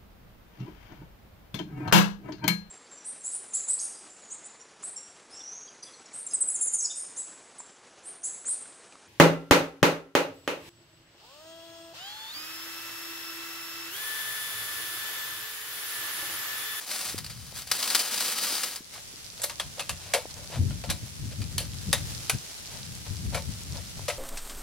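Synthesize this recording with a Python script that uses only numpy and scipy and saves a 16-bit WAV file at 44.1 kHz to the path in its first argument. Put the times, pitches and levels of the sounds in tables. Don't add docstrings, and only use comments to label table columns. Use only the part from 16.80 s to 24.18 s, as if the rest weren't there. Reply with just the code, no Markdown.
import sys
import numpy as np
from scipy import signal
from scipy.fft import rfft, irfft
from scipy.io import wavfile

SR = 44100
rng = np.random.default_rng(int(sys.argv[2]) if len(sys.argv) > 2 else 0)


def dump_mix(stems):
    frames = np.atleast_2d(stems).T
    limited = np.clip(frames, -1, 1)
    pcm = np.round(limited * 32767).astype(np.int16)
    wavfile.write(sys.argv[1], SR, pcm)


N = 325458
SIZE = 4096
TIME = np.arange(N) / SR
FREQ = np.maximum(np.arange(SIZE // 2 + 1) * SR / SIZE, 1)


def undb(db):
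    return 10 ** (np.asarray(db) / 20)


def unit(x):
    return x / np.sqrt(np.mean(x ** 2))


def curve(rows):
    return undb(np.interp(TIME, *np.array(rows).T))


def spectrum(rows, axis=1):
    rows = np.array(rows)
    return np.interp(np.log(FREQ), np.log(rows[:, 0]), rows[:, axis])


def colour(x, gain):
    cepstrum = irfft(np.log(unit(gain) + 1e-9))
    cepstrum[1:SIZE // 2] *= 2
    cepstrum[SIZE // 2 + 1:] = 0
    response = irfft(np.exp(rfft(cepstrum)))
    return signal.oaconvolve(x, response)[:len(x)]


def resonances(modes):
    power = 0
    for hz, db, t60 in modes:
        detuning = (FREQ ** 2 - hz ** 2) / FREQ * np.pi * t60 / np.log(1000)
        power = power + undb(db) ** 2 / (1 + detuning ** 2)
    return np.sqrt(power)


def walk(rate):
    knots = rng.standard_normal(4096)
    return np.interp(TIME * rate, np.arange(len(knots)), knots) * np.sqrt(3 / 2)


def grains(rate, spread_db):
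    size = undb(spread_db * np.minimum(rng.exponential(size=N), 4))
    present = rng.random(N) < rate / SR
    return unit(present * size * rng.choice([-1, 1], N))


def add(track, s, sound):
    start = max(int(s * SR), 0)
    track[start:start + len(sound)] += sound[:N - start]


def clatter(t60, rise, tail_db, tail_t60, rough_db=1.0):
    t = TIME[:SR // 3]
    fade = np.hypot(undb(-60 * t / t60), undb(tail_db - 60 * t / tail_t60))
    unevenness = np.interp(t * 500, np.arange(len(t)), rng.uniform(-1, 1, len(t)))
    chatter = unit(undb(rough_db * unevenness))
    return rng.standard_normal(len(t)) * chatter * fade * (1 - np.exp(-t / rise))


def blips(rows, cycles):
    track, t = np.zeros(N), TIME[:SR // 10] - 1 / 20
    for s, db, hz in rows:
        swell = np.exp(-np.minimum((t * hz / cycles) ** 2, 20))
        wave = np.sin(2 * np.pi * (hz * t + rng.random()))
        add(track, s + t[0], undb(db) * swell * wave)
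    return track


def release(s, t60):
    return np.exp(-np.log(1000) * np.minimum(np.maximum(TIME - s, 0) / t60, 2))


# time of full force in seconds, hold in seconds, relative level in dB, release t60 in seconds.
PUSHES = [(0, .02, -43.5, 0.5), (0.083, .02, -40.5, .4), (0.117, .17, -36.5, 0.49),
          (0.773, .02, -41.5, 0.32), (0.936, .2, -36, .5), (1.123, 0.097, -33, 0.98),
          (1.316, 0.2, -33.5, 0.79), (1.575, .2, -33, 1)]
PUSH_ATTACK_S = 0.026
REST_DB, STOP_S, STOP_T60_S = -53.5, 1.975, .18


def pushing():
    force = np.full(N, undb(REST_DB))
    for s, hold, db, t60 in PUSHES:
        attack = np.exp(np.minimum(TIME - s, 0) / PUSH_ATTACK_S)
        force = np.maximum(force, undb(db) * attack * release(s + hold, t60))
    return force * release(STOP_S, STOP_T60_S)


# start in seconds, relative level in dB, t60 of the first decay in seconds.
CATCHES = [(0.113, -28, 0.039), (.284, -47, .04), (.296, -33, .04), (0.379, -31.5, .03),
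           (0.385, -27, 0.028), (.444, -32, 0.024), (0.463, -33.5, .03), (.497, -39, 0.18),
           (0.753, -42, .2), (0.819, -38, 0.05), (.871, -38.5, 0.12), (0.914, -14.5, 0.039),
           (.958, -31, 0.042), (1.001, -30, 0.037), (1.026, -23, 0.056), (1.04, -28, .025),
           (1.076, -27, 0.053), (1.101, -23.5, 0.11), (1.148, -14, 0.063), (1.192, -25, 0.11),
           (1.341, -23.5, .04), (1.376, -29, 0.043), (1.405, -25, 0.083), (1.459, -29, 0.061),
           (1.522, -27, 0.031), (1.833, -22, 0.065), (1.958, -32.5, 0.066), (2.136, -45, 0.17)]
# frequency in Hz, relative level in dB.
PIPE_COLOUR = [(80, -69), (180, -8.5), (240, -8), (400, -10.5), (700, -6.5), (1200, -4.5), (2000, -4),
               (3300, -3.5), (4600, -2), (7000, -6.5), (9500, -4.5), (12000, -8), (15500, -10)]
# frequency in Hz, relative level in dB, decay t60 in seconds.
PIPE_MODES = [(494, 0, 0.07), (1272, -1, 0.15), (3050, -4.5, .04), (4060, -3, 0.023), (4370, -5, 0.023),
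              (4740, 1, 0.0045), (9060, -7, 0.0039)]
# time in seconds, relative level in dB.
WALL_FREEDOM = [(0, -12), (.12, 0), (.22, -10), (.6, 5.5), (.95, -8), (1.23, 0), (1.33, -4), (1.65, 3),
                (1.9, -4)]


def pipe():
    drive = pushing() * undb(.5 * walk(61.45))
    rub, slip = (grains(rate=7000, spread_db=2.5) * drive * undb(1.2 * walk(170)) for _ in range(2))
    catches = np.zeros(N)
    for s, db, t60 in CATCHES:
        add(catches, s, undb(db) * clatter(t60, rise=0.00074, tail_db=-10.5, tail_t60=0.12))
    skin = undb(spectrum(PIPE_COLOUR))
    ring = skin * resonances(PIPE_MODES)
    low = 1 / np.hypot(1, (FREQ / 4200) ** 8)
    free = slip * curve(WALL_FREEDOM)
    singing = sum(colour(free * undb(3 * walk(12)), ring * part) for part in (low, 1.02 - low))
    scrape = undb(2.5) * colour(rub, skin) + undb(-7.5) * singing
    clank = np.hypot(skin, undb(4.5) * ring)
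    clank = clank / np.hypot(1, FREQ / 13000) / np.hypot(1, 600 / FREQ)
    return scrape + undb(1) * colour(catches, clank)


# time in seconds, relative level in dB.
SNOW = [(2.05, -53), (2.15, -48), (3.93, -48), (4.8, -47.5), (5.33, -43), (5.95, -46.5), (7.38, -46.5)]
# frequency in Hz, relative level in dB.
SNOW_COLOUR = [(100, 1), (300, -0.5), (600, -2), (1100, -4.5), (2500, -2), (4400, 1), (5700, 1.5),
               (7500, -2), (10000, -4.5), (13000, -9), (15500, -14)]
# start in seconds, relative level in dB, pitch in Hz.
PELLETS = [(2.445, -38, 4930), (2.579, -36, 4000), (3.217, -43, 5000), (3.542, -35.5, 6100),
           (4.456, -44, 4500), (4.75, -45, 5000), (4.935, -38, 3480), (5.255, -41, 4500),
           (5.586, -33, 5500), (5.851, -41, 3500), (5.869, -38, 4500), (6.031, -35, 4000),
           (6.065, -37, 4500), (6.152, -35, 7500), (6.369, -36, 5000), (6.836, -38.5, 6500),
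           (6.924, -34, 4970)]


def snowfall():
    flow, tone = curve(SNOW) * undb(.5 * walk(29)), undb(spectrum(SNOW_COLOUR))
    mid, side = (grains(rate=8000, spread_db=4.0) for _ in range(2))
    mid = undb(-0.1) * colour(mid, tone)
    side_tone = tone * np.hypot(1, undb(7.0) * resonances([(9000, 0, 0.0023)]))
    side = undb(1) * colour(side, side_tone)
    patter_tone = tone * resonances([(4700, 0, 0.0011)])
    patter = np.array([colour(grains(rate=90, spread_db=7.0), patter_tone) for _ in range(2)])
    near = np.zeros((2, N))
    for (s, db, hz), pan_db in zip(PELLETS, 3 * rng.standard_normal(len(PELLETS))):
        ring = resonances([(hz, 0, 4 / hz)]) ** 2
        tick = undb(db + 16) * colour(signal.unit_impulse(SIZE), ring)
        add(near[0], s, tick * undb(pan_db))
        add(near[1], s, tick * undb(-pan_db))
    return flow * (np.array([mid + side, mid - side]) + undb(-7.5) * patter) + near


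# time in seconds, relative level in dB.
BREEZE = [(0, -79), (.2, -70), (.35, -44.5), (.68, -49), (.98, -57), (1.06, -70), (1.9, -69), (2.22, -59),
          (2.75, -55), (3.3, -53), (4.3, -47), (4.9, -40), (5.4, -43), (5.7, -60), (5.98, -44.5),
          (6.85, -44), (7.38, -49)]
# peak in seconds, relative level in dB, length in seconds.
GUSTS = [(2.868, -43, 0.059), (3.118, -35.5, .04), (3.6, -44.5, .1), (3.826, -26, .14), (4.1, -29, 0.058),
         (4.233, -35, 0.031), (4.44, -35, .14), (4.614, -30.5, 0.063), (4.775, -34.5, 0.11),
         (5.101, -29, 0.051), (5.232, -38, 0.12), (5.547, -27.5, 0.029), (6.115, -43.5, 0.092),
         (6.315, -35, .07), (6.48, -31.5, .17), (6.697, -34, 0.049), (6.927, -38, 0.16), (7.19, -39, 0.082)]
GUST_RISE, GUST_FALL = 0.41, 0.72


def gusting():
    power = curve(BREEZE) ** 2
    for s, db, length in GUSTS:
        age = (TIME - s) / length
        shape = np.where(age < 0, (age / GUST_RISE) ** 2, age / GUST_FALL)
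        power = power + (undb(db) * np.exp(-np.minimum(shape, 20))) ** 2
    return np.sqrt(power)


# frequency in Hz, relative level in dB.
WIND_COLOUR = [(20, -32), (40, -11.5), (65, -4), (100, -0.5), (160, -6), (250, -17.5), (400, -33),
               (800, -57), (3000, -95)]
# middle in seconds, relative level in dB, pitch in Hz.
BUFFETS = [(3.82, -21, 88.4), (5.078, -30.5, 193), (5.552, -29.5, 130)]
# middle in seconds, relative level in dB, pitch in Hz.
TAPS = [(.346, -26, 310), (.727, -37, 593), (2.008, -37, 254), (2.34, -41.5, 290), (3.456, -26, 560),
        (3.702, -34.5, 447), (7.195, -30.5, 690)]


def wind():
    rumble_tone = undb(spectrum(WIND_COLOUR))
    shared, left, right = (colour(rng.standard_normal(N), rumble_tone) for _ in range(3))
    gust = gusting()
    rumble = gust * (undb(-3.5) * shared + undb(-0.5) * np.array([left, right]))
    swirl = colour(rng.standard_normal(N), resonances([(244, 0, 0.0084)]) ** 3)
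    eddies = gust * (gust / gust.max()) ** 0.33 * swirl
    slaps_and_taps = blips(BUFFETS, cycles=2.76) + blips(TAPS, cycles=0.45)
    port_gain = undb(np.array([[1.7], [-2.8]]))
    return (rumble + undb(-14) * eddies + slaps_and_taps) * port_gain


# start in seconds, relative level in dB, hollow body in dB, treble in dB,
# decay t60 of the crack in seconds, rise in seconds, lower ring in Hz, upper ring in Hz.
KNOCKS = [(2.596, -38.5, 11.5, -4, 0.038, 0.0007, 4400, 4700),
          (2.618, -31, -4, 11, 0.059, .0003, 7400, 8100), (2.633, -26.5, 0, 5, 0.06, 0.0013, 496, 7800),
          (2.638, -21.5, -4.5, 10.5, 0.06, 0.00052, 4200, 13100),
          (2.696, -30.5, 2, -4, 0.073, 0.00037, 950, 1110),
          (2.797, -24.5, -2, -2.5, 0.083, 0.00068, 1020, 3280),
          (2.994, -24.5, -24, -6.5, 0.065, 0.0005, 1210, 2570),
          (3.004, -30, 2, 6, 0.053, 0.00065, 2690, 4240), (3.093, -25, 0, 2.5, 0.076, 0.0003, 1150, 2680),
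          (3.336, -14.5, 8.5, 1, 0.042, 0.0013, 756, 2250), (3.346, -21, 10, -5, 0.059, 0.00029, 690, 800),
          (3.907, -37.5, 5, -10, 0.02, 0.00042, 1400, 3060),
          (4.038, -37.5, 13.5, -6, 0.086, 0.00053, 890, 1350),
          (4.090, -35, -4, -17, 0.14, 0.0017, 1000, 4000), (4.100, -22, 3, 6, 0.082, 0.00046, 2340, 4020),
          (4.11, -35, -4, -6, 0.054, 0.00089, 640, 4000), (4.616, -35.5, -5, 0, 0.063, 0.00087, 2440, 4600),
          (4.780, -18.5, -9, 6.5, 0.033, 0.00099, 3040, 4400),
          (4.802, -30, 6, 11, 0.041, 0.002, 2700, 4220), (5.129, -14.5, 0, 3, 0.058, 0.00012, 1870, 3700),
          (5.496, -19, -3.5, 6, 0.072, 0.00028, 1550, 2500),
          (6.544, -24.5, 14, -1, 0.093, 0.0026, 1360, 2310), (6.57, -34, 11, -1, 0.11, 0.0013, 1080, 2260),
          (7.28, -27, 11, 0.5, 0.17, 0.002, 1290, 2020), (7.297, -28.5, 9, -15, .07, 0.0019, 507, 2750)]
# middle in seconds, half length in seconds, relative level in dB, hollow body in dB.
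RUSTLES = [(2.166, 0.054, -45.5, -11), (2.985, 0.023, -49, 5), (3.277, 0.15, -49, -8.5),
           (3.513, 0.026, -52.5, -16), (3.605, 0.12, -56.5, 3.5), (3.751, 0.066, -42, -2.5),
           (4.524, 0.026, -48, -4), (5.944, 0.14, -52, -5), (6.268, 0.017, -46, -10),
           (6.538, 0.026, -46, 8), (6.969, 0.064, -49.5, 2.5), (7.184, 0.079, -60, 4)]
# frequency in Hz, relative level in dB.
WOOD_COLOUR = [(150, -17.5), (400, -8.5), (520, -11.5), (800, -3), (1300, -4), (2200, -3), (4200, -2.5),
               (7000, -8.5), (10000, -7), (15500, -22)]
# frequency in Hz, relative level in dB, decay t60 in seconds.
WOOD_MODES = [(506, 1, 0.032), (576, 7, 0.09), (632, -6.5, 0.04), (711, 0, 0.17), (892, -3, 0.11),
              (1003, -9.5, 0.061)]


def firewood(ring_db=8.5, cycles=38):
    crack, body, stroke, stirred = np.zeros((4, N))
    wood, high = undb(spectrum(WOOD_COLOUR)), 1 / (1 + (6500 / FREQ) ** 4)
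    for s, db, body_db, treble_db, t60, rise, lower_hz, upper_hz in KNOCKS:
        rings = resonances([(hz, ring_db, cycles / hz) for hz in (lower_hz, upper_hz)])
        blow = undb(db) * clatter(t60, rise, tail_db=-11.0, tail_t60=0.21)
        add(crack, s, colour(blow, wood * np.hypot(1, rings) * undb(treble_db * high)))
        thump = clatter(t60 * 0.6, rise, tail_db=-9.5, tail_t60=0.19)
        add(body, s, undb(db + body_db) * thump)
    for s, length, db, body_db in RUSTLES:
        swell = undb(db) * np.hanning(int(2 * length * SR))
        add(stroke, s - length, swell)
        add(stirred, s - length, swell * undb(body_db))
    drag = grains(rate=2100, spread_db=1.5)
    rustle = colour(drag * stroke, wood / np.hypot(1, FREQ / 6000))
    hollow = resonances(WOOD_MODES) / np.hypot(1, (450 / FREQ) ** 6) / np.hypot(1, FREQ / 3000)
    return crack + rustle + colour(undb(-10) * body + drag * stirred, hollow)


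# frequency in Hz, side minus mid in dB, left minus right in dB.
PORTS = [(200, -13, 2.5), (650, -10.5, 4), (1300, -5, 6), (2720, -16.5, -2), (4470, -6, 4.5),
         (6000, -2, 10.5), (7600, 6, -2.5), (9500, -4, -3), (12000, -3.5, -3), (13900, -34, 0)]


def at_ports(x, scatter_s=0.00059):
    side, lean = undb(spectrum(PORTS, axis=1)), undb(spectrum(PORTS, axis=2)) ** 2
    direct = (1 + side ** 2) / 2 * (lean - 1) / (lean + 1)
    burst = rng.standard_normal(SIZE) * np.exp(-np.minimum(TIME[:SIZE] / scatter_s, 20))
    turn = rfft(burst).real
    sign = np.tanh(10 * turn / np.std(rfft(burst)))
    scatter = 1j * sign * np.sqrt(np.maximum(side ** 2 - direct ** 2, 0))
    response = np.roll(irfft(direct + undb(-1.5) * scatter), SIZE // 2)
    difference = signal.oaconvolve(x, response)[SIZE // 2:][:N]
    return np.array([x + difference, x - difference])


def scene():
    return at_ports(pipe() + firewood()) + snowfall() + wind()


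TOP_HZ = 15850


def record(dry):
    return signal.sosfilt(signal.ellip(10, .2, 80, TOP_HZ, fs=SR, output="sos"), dry)


dry = scene()
out = record(dry)
dump_mix(out)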